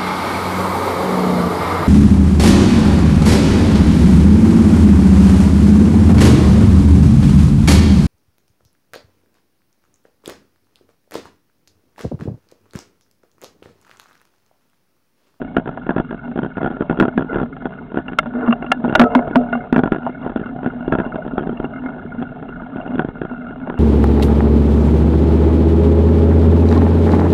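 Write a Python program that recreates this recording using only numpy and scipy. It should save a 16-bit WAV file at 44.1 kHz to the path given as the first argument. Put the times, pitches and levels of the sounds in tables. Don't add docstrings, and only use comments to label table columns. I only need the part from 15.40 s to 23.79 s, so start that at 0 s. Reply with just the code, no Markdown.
import sys
import numpy as np
from scipy import signal
from scipy.fft import rfft, irfft
from scipy.io import wavfile
from scipy.ndimage import uniform_filter1d

SR = 44100
rng = np.random.default_rng(int(sys.argv[2]) if len(sys.argv) > 2 else 0)


def natural_amplitude(level_db):
    exponent = np.asarray(level_db, float) / 20
    return 10 ** exponent


def wrap_up_sound(samples):
    columns = np.atleast_2d(samples).T
    tamed = np.clip(columns, -1, 1)
    steps = np.round(tamed * 32767).astype(np.int16)
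    wavfile.write(sys.argv[1], SR, steps)


N = 369999
RING_N = 2500

# (first blow [s], last blow [s], first level [dB], last level [dB])
BUMPS = [(0.016, 0.024, -15.5, -20.5), (0.1809, 0.1966, -10.5, -17), (0.2577, 0.2898, -19.5, -15.5),
         (0.506, 0.518, -11, -33), (0.563, 0.5989, -11, -9.5), (0.7082, 0.7444, -17, -20.5),
         (0.975, 0.9887, -15, -11.5), (1.0317, 1.061, -11, -17), (1.1692, 1.18, -16.5, -13),
         (1.215, 1.2739, -14.5, -12), (1.4074, 1.421, -11, -12), (1.5093, 1.526, -9, -17),
         (1.6086, 1.624, -1.5, -1), (1.793, 1.822, -13, -13.5), (1.9298, 1.9577, -14, -8.5),
         (1.969, 2.0296, -13, -12), (2.2548, 2.267, -11.5, -15.5), (2.5854, 2.6, -12, -22),
         (3.4405, 3.496, -14, -32), (4.379, 4.391, -5.5, -2.5), (4.4575, 4.474, -10, -13.5),
         (4.53, 4.5605, -15, -14), (4.8744, 4.896, -20, -20.5), (5.231, 5.244, -18, -23),
         (5.5356, 5.551, -11.5, -8.5), (5.6, 5.615, -8, -20), (5.7435, 5.7567, -16.5, -14.5),
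         (7.4617, 7.475, -19, -20), (5.2732, 5.301, -16.5, -40.5), (7.8334, 7.85, -23, -16)]
# (time [s], housing [dB], mount [dB], sharpness [dB])
CRACKS = [(.3734, -14.5, -33.5, -3.5), (2.6821, -23, -25, 8), (2.7316, -24, -27, 7), (2.7868, -8, -34, 17),
          (3.0807, -9.5, -18, -7), (3.1067, -19, -18.5, 4.5), (3.125, -10, -18.5, 3.5),
          (3.2241, -17.5, -17.5, 2.5), (3.2638, -28, -41, 8), (3.3167, -1, -31, 6.5),
          (3.525, -14.5, -11, 3.5), (3.5517, 7, -14, 3.5), (3.5952, 6, 2, 6), (3.6141, 3.5, -5, 2.5),
          (3.637, -7, -4.5, 0.5), (3.7498, 4, -15, -3), (3.7643, -30.5, -21, 11), (3.7899, -5.5, -15, -10),
          (3.9562, 4.5, -9, -4.5), (4.1271, -9, -22, 0), (4.151, -11, -22, -8), (4.326, -12, 0, 6),
          (4.3435, -17, -22, 5), (4.4349, -7, -4.5, 0), (4.6645, -3, -24, -12), (5.9795, -8, -6.5, 0),
          (1.652, -12, -10.5, 2.5), (2.1657, -25.5, -27, 4), (2.3375, -30.5, -47, 5),
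          (5.0589, -30, -24, 7.5)]
# (time [s], housing [dB], mount [dB], sharpness [dB])
LANDINGS = [(.1663, -6, -1.5, 4), (.4911, -8, -8.5, -1), (.958, -19, -15, -2), (1.4965, -12, -9, 3.5),
            (1.573, -24, -19, 6), (1.5991, -7.5, -4, 10.5), (1.7768, -9.5, -2, 3.5),
            (1.845, -30.5, -18.5, 3), (2.5719, -10, -8.5, 0), (4.3612, -4.5, -3, 2.5),
            (4.5199, -10.5, -1.5, 4), (4.8624, -13.5, -12, -7), (4.995, -32, -18, 8.5),
            (5.2604, -12, -10, 1.5), (5.5228, -7, -6, 3.5), (5.5856, -14.5, -7.5, 5),
            (7.581, -25, -15.5, 6.5), (7.5934, -7.5, -6.8, 3), (7.619, -21, -16.5, 3.5),
            (7.8158, -18.5, -11, 4)]
# (time [s], housing [dB], mount [dB])
KNOCKS = [(0.4657, -18, -16.5), (0.914, -24, -27), (1.3118, -19.5, -20.5), (1.3669, -21.5, -27),
          (1.5882, -20, -8.5), (1.633, -11.5, -15), (1.6805, -13.5, -9), (2.5429, -20.5, -15.5),
          (2.8584, -18, -32), (2.9366, -23, -27), (3.8775, -19, -14), (3.9099, -21, -15),
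          (3.5815, -17, -11), (4.9596, -14.5, -8.5), (4.9691, -23, -25), (5.0133, -27, -15.5),
          (5.4785, -21, -8.5), (6.008, -25, -15), (6.0708, -22, -13), (6.093, -18, -11),
          (6.1997, -17.5, -12.5), (6.2427, -16, -11.5), (6.459, -24, -20), (6.8229, -18, -17),
          (7.0258, -22.5, -22), (7.6467, -20, -10.5), (7.6859, -22.5, -14.5), (8.2722, -18.5, -22),
          (8.2987, -14.5, -13), (8.3757, -21, -42.5)]
# (time [s], level [dB])
RATTLES = [(0.479, -30.5), (0.879, -27), (2.126, -42), (2.2215, -22.5), (2.5177, -23), (2.6967, -24),
           (2.8697, -28), (3.243, -20), (4.2196, -30), (4.672, -33), (4.848, -22), (4.918, -23),
           (5.028, -24), (5.3349, -28.5), (5.3968, -32), (5.719, -31.5), (5.85, -23), (6.3583, -30),
           (6.437, -24), (6.484, -27), (6.7204, -30), (6.749, -29.5), (7.091, -23), (7.2196, -23.5),
           (7.3951, -27), (7.6064, -21), (7.9123, -21.5), (7.9357, -27), (8.044, -28.5), (8.3403, -21.5)]
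# (time [s], housing [dB], mount [dB], sharpness
# [dB])
MORE_BLOWS = [(6.653, -46, -20, -6), (4.583, -27, -18, 3), (7.555, -28, -14, 9.5), (8.108, -28, -21, 2),
              (8.2, -36, -32, 9), (5.161, -28, -20, -3), (2.41, -33, -25.5, -5), (4.533, -27, -22, 10),
              (7.359, -30, -16, 3), (5.935, -31, -17.5, -6), (6.8, -32, -32, 5), (4.9, -23, -18, 0),
              (5, -30, -22, 6), (0.17, -32, -21, 0), (4.694, -27, -19.5, 0), (6.826, -31.5, -21, 11),
              (5.663, -28, -19, 2), (7.368, -34, -29, 11.5)]
# (time [s], housing [dB], mount [dB], sharpness [dB])
JOLTS = [(3.4465, -7, -16, -9), (3.479, -20, -10, 0), (3.5375, -24, -30, 5), (3.4955, -16, -11, 3),
         (5.993, -24, -20, 6), (6.022, -26, -18, -2), (6.03, -30, -30, 7), (5.863, -28, -16, -3),
         (5.878, -26, -19, 5), (1.018, -26, -22, 0), (1.2605, -15, -12, 2), (1.303, -24, -21, 0),
         (1.324, -24, -24, 2), (4.973, -26, -20, 7), (4.631, -26, -30, 2), (.276, -22, -20, 6),
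         (.582, -20, -17, 4), (3.062, -24, -30, 5), (3.246, -26, -24, 4), (5.757, -24, -30, 5),
         (3.133, -15, -30, 0), (6.128, -28, -17, -3), (6.815, -27, -17, 2), (3.511, -24, -16, 0),
         (1.639, -20, -13, 3), (2.557, -28, -18, 6), (8.324, -30, -22, 2), (7.507, -28, -20, 2),
         (3.951, -16, -20, 0), (2.72, -28, -22, 4), (2.83, -26, -28, 2)]
# (frequency [Hz], level [dB], time to fade by 60 dB [s])
MOUNT_RING = [(245.4, 6.5, 0.025), (174, -12.5, 0.033), (322.4, 1, 0.028), (368.7, -11.5, 0.041)]
HOUSING_RING = [(668.5, -8, 0.048), (762, -1, 0.027), (921, 0.5, 0.015)]
SHELL_RING = [(1424.5, 7.5, 0.027), (1164, -8, 0.028), (1629, -5, 0.041)]
TICK_RING = [(2096, -5, 0.02), (2750, 3.5, 0.018), (3196, -0.5, 0.013), (3474, 1, 0.012)]
CLACK_RING = [(3040, -1, 0.011), (3150, 2, .017), (3300, 2.5, 0.03), (3600, 1, 0.012)]
CHIRR_RING = [(1445, 4.5, 0.03), (1300, -7, 0.04), (1660, -15.5, .04), (2130, -15, 0.04)]
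FRAME_RING = [(765.2, -0.5, 0.17), (710, -3.5, 0.71), (1295, -4, .35), (456.9, -3, .45), (610, -3, 0.5),
              (672, -9.5, .35), (352, -9.5, 0.27), (1365, -7, .3), (523.5, -6.5, 0.24), (546, -6, 0.34),
              (425, -8.5, 0.6)]
# (time of the top [s], peak [dB], rise [s per 6 dB], fall [s per 6 dB], frame ring [dB])
SWINGS = [(1.511, -18, .012, .011, -45), (2.872, -18, .009, .011, -45), (2.95, -18, .008, .012, -40),
          (3.01, -19, .03, .025, -40), (3.096, -3.5, .011, .012, -38), (3.402, -18, .01, .01, -45),
          (3.452, -8, .008, .009, -30), (3.603, 4, .004, .013, -14), (3.76, 0, .004, .0115, -25),
          (3.967, -1, .005, .012, -24), (4.172, -15, .045, .007, -38), (4.66, -22, .025, .012, -50),
          (4.331, -9, .004, .009, -40), (4.384, -12, .006, .012, -34), (5.278, -21, .01, .008, -45),
          (.915, -22, .03, .008, -50), (1.768, -16, .01, .01, -50), (5.37, -24, .03, .02, -50),
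          (6.74, -23, .015, .015, -50), (7.54, -20, .025, .01, -50), (7.92, -23, .008, .02, -50),
          (8.02, -26, .03, .02, -50), (3.303, -20, .012, .012, -50), (6.11, -20, .012, .018, -50),
          (6.793, -22, .01, .01, -50), (1.62, -11, .015, .018, -45), (2.04, -22, .02, .02, -50),
          (4.01, -23, .02, .025, -50)]
# (time [s], upper ring [dB], lower ring [dB], body [dB], ring length [factor])
PINGS = [(2.6805, -29, -45, -50, 0.58), (2.7877, -17.5, -12.5, -33, 0.71), (3.0628, -43, -48.5, -30, 1.3),
         (3.0744, -38, -41, -26, 1.1), (3.1069, -32, -39.5, -22, 0.72), (3.1251, -19, -42, -14.5, 0.63),
         (3.224, -37, -37, -34, 0.8), (3.263, -34.5, -45, -39, 0.82), (3.317, -8, -12.5, -25, 0.58),
         (3.487, -36, -48, -40, .8), (3.538, -35, -48, -40, .7), (3.551, -12.5, -15, -5, .8),
         (3.751, -40, -22, -30, .6), (3.77, -50, -38, -50, 1.3), (3.789, -48, -31, -40, .8),
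         (4.1265, -35, -39, -28, 2.7), (4.151, -40, -37, -26, 1.6), (4.8273, -45, -48, -37, 0.82),
         (5.0588, -41.5, -46, -36, 0.9), (5.6477, -42.5, -54, -40, 1.7), (6.1715, -37, -56, -39, .7),
         (6.249, -35, -46, -37, .8), (7.087, -41, -56, -38, .9), (7.477, -39, -56, -44, 0.69),
         (7.412, -37.5, -56.5, -38, 0.87), (8.3763, -38.5, -57, -40, 1.1)]
PING_HZ = [2775, 2140, 1190, 3570]
PING_T60 = np.array([.035, .03, .02, .26])
# (time [s], level [dB])
CHIRRS = [(0.414, -31.5), (0.4423, -35), (0.6893, -30), (0.7906, -27.5), (0.8345, -34), (1.114, -28.5),
          (1.1506, -35), (1.3414, -29), (1.7235, -29.5), (1.8923, -26.5), (1.914, -24.5), (2.1255, -26.5),
          (2.2134, -29), (2.3276, -27), (2.372, -39), (2.385, -27.5), (2.4334, -40.5), (2.9489, -28.5),
          (2.9893, -28), (3.0135, -28), (4.0844, -25), (4.2039, -23.5), (4.2368, -32), (4.748, -28.5),
          (4.7745, -32), (5.0345, -23.5), (5.0628, -23), (5.0894, -28), (5.3004, -24), (5.6311, -25),
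          (5.6501, -24), (5.7199, -22), (5.8194, -25.5), (5.914, -38.5), (6.3335, -25), (6.3795, -26.5),
          (6.4849, -24.5), (6.5211, -33), (6.6588, -32), (6.7809, -28), (6.8883, -31), (6.9861, -36),
          (7.1227, -27.5), (7.158, -26), (7.195, -25), (7.4484, -34), (7.4814, -38), (7.767, -29),
          (7.894, -27), (7.862, -29), (8.0162, -28), (8.095, -31.5), (8.2338, -30.5), (6.358, -24),
          (6.459, -22), (3.93, -22), (4.1275, -10), (1.957, -19), (6.718, -27), (6.592, -29), (1.681, -19)]
# (start [s], end [s], level [dB])
SCRAPES = [
    (2.935, 3.12, -25.5),
    (3.44, 3.55, -39),
    (4.8, 4.87, -37),
    (3.55, 3.6, -26),
    (1.88, 2.04, -29.5),
    (1.2, 1.29, -29),
    (4.32, 4.42, -28),
    (.49, .62, -34),
]
# (frequency [Hz], width [Hz], level [dB])
SCRAPE = [(454, 30, 2.5), (636, 220, 2.5), (960, 1100, 0.5), (1416, 160, -2.5), (1737, 60, -13),
          (2070, 60, -10.5), (310, 210, 4)]
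MOUNT = [(248.9, 52, 1), (172, 36, -13), (414.4, 130, -10.5)]
HOUSING = [(638, 140, -4), (721, 140, -6), (883, 350, -7.5)]
SHELL = [(1435, 130, -1.5), (1280, 250, -8), (1700, 200, -13), (2135, 120, -16), (2790, 120, -15.5),
         (2550, 300, -27), (3350, 600, -23)]
# (time [s], level [dB])
RIDE = [(0.0, 1), (0.9, -1), (1.45, 0.5), (1.62, 4.5), (1.75, 0), (2.17, -1), (2.9, 0.5), (3.43, 2),
        (3.65, 5), (3.9, 5), (4.21, 1), (4.651, -0.5), (5.37, 2), (5.5, 3.5), (7.2, 1), (7.55, 4),
        (7.74, -0.5), (8.39, 1)]
# (level [dB], share of roughness [factor], after-shake re the blows [dB], after-shake 60 dB fade [s])
MOUNT_SHAKE = (-34, 1.34, -25, 0.1)
HOUSING_SHAKE = (-42.5, 2.5, -31.5, 0.16)
SHELL_SHAKE = (-45, 1, -44, 0.25)
FRAME_SHAKE = (-39, 0.72, -23.5, 0.07)
# (frequency [Hz], level [dB per Hz])
RUMBLE = [(12, -45.5), (20, -8.5), (38, -2.5), (70, -13), (119, -5.5), (167, 0.5), (200, -5.5),
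          (260, -32.5), (440, -120)]


def blows():
    bounce_s, scatter_db = 0.0145, 1.5
    rows = []
    luck = rng.standard_normal((len(BUMPS), 8, 3)) * scatter_db
    for (first, last, first_db, last_db), chance in zip(BUMPS, luck):
        steps = np.linspace(0, 1, round((last - first) / bounce_s) + 1)
        for u, (a, b, c) in zip(steps, chance):
            db = first_db + u * (last_db - first_db)
            rows.append((first + u * (last - first), db - 3.5 + a, db + b, c + 0.66))
    rows += list(CRACKS) + list(LANDINGS) + list(MORE_BLOWS)
    rows += [(s, housing_db, mount_db, 0) for s, housing_db, mount_db in KNOCKS]
    rows += [(s, db, db - 0.5, -2.5) for s, db in RATTLES]
    return np.array(rows)


def knocks(hits):
    out = np.zeros(N + RING_N)
    luck = rng.standard_normal((len(hits), 4, 3, 4))
    for (s, housing_db, mount_db, sharp_db), (a, b, c, d) in zip(hits, luck):
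        shell_db = housing_db - 8.5 + 0.93 * sharp_db
        tick_db = housing_db - 23 + 1.6 * sharp_db
        clack_db = min(mount_db, -6) - 29 + 0.4 * sharp_db
        blow = natural_amplitude(housing_db - 3.5) * ring(HOUSING_RING, a, 0.0012)
        blow += natural_amplitude(mount_db + 2.0) * ring(MOUNT_RING, b, 0.0008)
        blow += natural_amplitude(shell_db + 2.5) * ring(SHELL_RING, c, 0.00039)
        blow += natural_amplitude(tick_db + 4.0) * ring(TICK_RING, d, 0.0004)
        blow += natural_amplitude(clack_db) * ring(CLACK_RING, a[:, ::-1], 0.0008)
        out[round(s * SR):][:RING_N] += blow
    out = signal.sosfilt(signal.butter(4, 3700, fs=SR, output="sos"), out)
    return signal.sosfilt(signal.butter(2, 90, "high", fs=SR, output="sos"), out[:N])


def ring(modes, luck, rise_s):
    t = np.arange(RING_N)[:, None] / SR
    hz, db, t60 = np.transpose(modes)
    level_luck, length_luck, pitch_luck = luck[:, :len(hz)]
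    decay_db = 3.5 * level_luck - 60 * t / (t60 * np.exp(0.12 * length_luck))
    tones = natural_amplitude(db + decay_db) * np.sin(2 * np.pi * hz * (1 + 0.03 * pitch_luck) * t)
    x = tones.sum(1) * (1 - np.exp(-t[:, 0] / rise_s)) ** 2
    return x / abs(x).max()


def swings():
    before, after = 4000, 12000
    sway_hz = 242.3
    out, t = np.zeros(N), np.arange(-before, after) / SR
    sway = np.sin(2 * np.pi * sway_hz * np.cumsum(1 + 0.022 * drift(900)) / SR)
    hum = [evened(resonate(rng.standard_normal(N), hz, 24)) for hz, db, t60 in FRAME_RING]
    for s, top_db, rise, fall, ring_db in SWINGS:
        top = round(s * SR)
        span = slice(top - before, top + after)
        bend = np.where(t < 0, (t / rise) ** 2, np.hypot(t / fall, 0.6) - 0.6)
        out[span] += natural_amplitude(top_db - 6 * bend) * sway[span]
        for tone, (hz, db, t60) in zip(hum, FRAME_RING):
            bright_db = 0.7 * (ring_db + 13.5) * (hz > 1000)
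            fade_db = -60 * abs(t) / t60
            out[span] += natural_amplitude(ring_db + db + bright_db + fade_db) * (t > 0) * tone[span]
    return out


def pings():
    out, t = np.zeros(N + RING_N), np.arange(RING_N)[:, None] / SR
    held = np.maximum(t - 0.003, 0)
    waves = np.sin(2 * np.pi * np.array(PING_HZ) * t)
    for s, *levels_db, length in PINGS:
        tone_db = np.r_[levels_db, levels_db[1] - 36]
        fade_db = -60 * held / (np.array(PING_T60) * length)
        tones = natural_amplitude(tone_db + 5.5 + fade_db) * waves
        out[round(s * SR):][:RING_N] += tones.sum(1) * (1 - np.exp(-t[:, 0] / 0.0014))
    return out[:N]


def chirrs():
    out = np.zeros(N + RING_N)
    for (s, db), luck in zip(CHIRRS, rng.standard_normal((len(CHIRRS), 3, 4))):
        steady_pitch = luck * [[1], [1], [0.35]]
        out[round(s * SR):][:RING_N] += natural_amplitude(db - 1.0) * ring(CHIRR_RING, steady_pitch, 0.0027)
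    return out[:N]


def scrapes(shared):
    contact = np.zeros(N)
    for start, end, db in SCRAPES:
        span = slice(round(start * SR), round(end * SR))
        contact[span] = natural_amplitude(db) * signal.windows.tukey(span.stop - span.start, 0.3)
    rub = shaken(SCRAPE, shared, jolts=0.5, lumps_db=5.0)
    return contact * signal.sosfilt(signal.butter(4, 1900, fs=SR, output="sos"), rub)


def shaken(modes, shared, jolts, lumps_db):
    wander = 0.012
    out = 0
    for k, (hz, width, db) in enumerate(modes):
        tread = natural_amplitude(lumps_db * drift(1300)) * rng.standard_normal(N)
        drive = jolts * (shared + 1.07 * grit(6.5)) + evened(tread)
        seat = drift(3000)
        tone = resonate(drive, hz, width, wander * seat[::-1])
        out = out + (-1) ** k * natural_amplitude(db + 2.4 * seat) / np.sqrt(width) * tone
    return evened(np.roll(out, -4000))


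def grit(spread_db):
    stones_per_s = 300
    place, side, size = rng.random((3000, 3))[:int(stones_per_s * N / SR)].T
    out = np.zeros(N)
    out[(place * N).astype(int)] = np.sign(side - 0.5) * natural_amplitude(spread_db * np.minimum(-np.log(size), 4))
    return evened(out)


def ride(shake, s, blows_db):
    level_db, share, after_db, t60 = shake
    rough_db = np.interp(np.arange(N) / SR, *np.transpose(RIDE))
    steady = natural_amplitude(level_db + share * rough_db)
    kicks = np.zeros(N)
    kicks[np.round(s * SR).astype(int)] = natural_amplitude(np.minimum(blows_db, -6) + after_db) ** 2
    after = signal.lfilter([1], [1, -natural_amplitude(-120 / (max(t60, 0.02) * SR))], kicks)
    return np.sqrt(steady ** 2 + 10 * abs(uniform_filter1d(after, size=400)))


def rumble():
    f, db = np.transpose(RUMBLE)
    hz = np.fft.rfftfreq(N, 1 / SR)
    colour = natural_amplitude(np.interp(np.log(hz + 1), np.log(f + 1), db))
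    return evened(irfft(rfft(rng.standard_normal(N)) * colour, N))


def resonate(x, hz, width, slide=0):
    r = np.exp(-np.pi * max(width, 5) / SR)
    pole = r * np.exp(2j * np.pi * hz / SR)
    turn = np.exp(2j * np.pi * hz * np.cumsum(slide) / SR)
    return 2 * (turn * signal.lfilter([(1 - r) ** 2], np.poly([pole, pole]), x)).real


def drift(samples):
    steps = rng.standard_normal(N // 50 + 2)
    width = max(int(samples / 50), 1)
    smooth = uniform_filter1d(uniform_filter1d(steps, width), width)
    return np.interp(np.arange(N) / 50, np.arange(len(steps)), evened(smooth))


def evened(x):
    return x / np.sqrt(np.mean(x ** 2) + 1e-20)


def scene():
    shared, hits = grit(5.9), blows()
    s, housing_db, mount_db, sharp_db = hits.T
    struck = knocks(hits) + knocks(JOLTS) + swings() + pings() + chirrs() + scrapes(shared)
    mount = ride(MOUNT_SHAKE, s, mount_db) * shaken(MOUNT, shared, jolts=0.8, lumps_db=2.0)
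    housing = ride(HOUSING_SHAKE, s, housing_db) * shaken(HOUSING, shared, jolts=1.1, lumps_db=4.5)
    shell = ride(SHELL_SHAKE, s, housing_db) * shaken(SHELL, shared, jolts=2.8, lumps_db=7.5)
    frame = ride(FRAME_SHAKE, s, mount_db) * rumble()
    ending = np.minimum(0.3 + (N - np.arange(N)) / 300, 1)
    return ((struck + mount + housing + shell + frame) * ending)[None]


def roll_off(x):
    return signal.sosfilt(signal.butter(12, 16490, fs=SR, output="sos"), x)


def record(dry):
    overload, ceiling = 0.80, 0.712
    hiss_db, edge_hz = -57.5, 3960
    wide = np.pad(dry, [(0, 0), (400, 400)], "reflect")
    dull = signal.sosfilt(signal.butter(2, 3000, fs=SR, output="sos"), wide)
    dull = dull / (1 + (dull / overload) ** 6) ** (1 / 6)
    load = np.sqrt(abs(uniform_filter1d(dull ** 2, size=300)))
    hissy = dull + (natural_amplitude(hiss_db) + natural_amplitude(-40) * load) * rng.standard_normal(wide.shape)
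    band = signal.firwin(numtaps=161, cutoff=edge_hz, window=("kaiser", 9.0), fs=SR)
    narrow = signal.oaconvolve(hissy, band[None], "same")[:, 400:-400]
    return roll_off(np.clip(narrow, -ceiling, ceiling))


dry = scene()
out = record(dry)
wrap_up_sound(out)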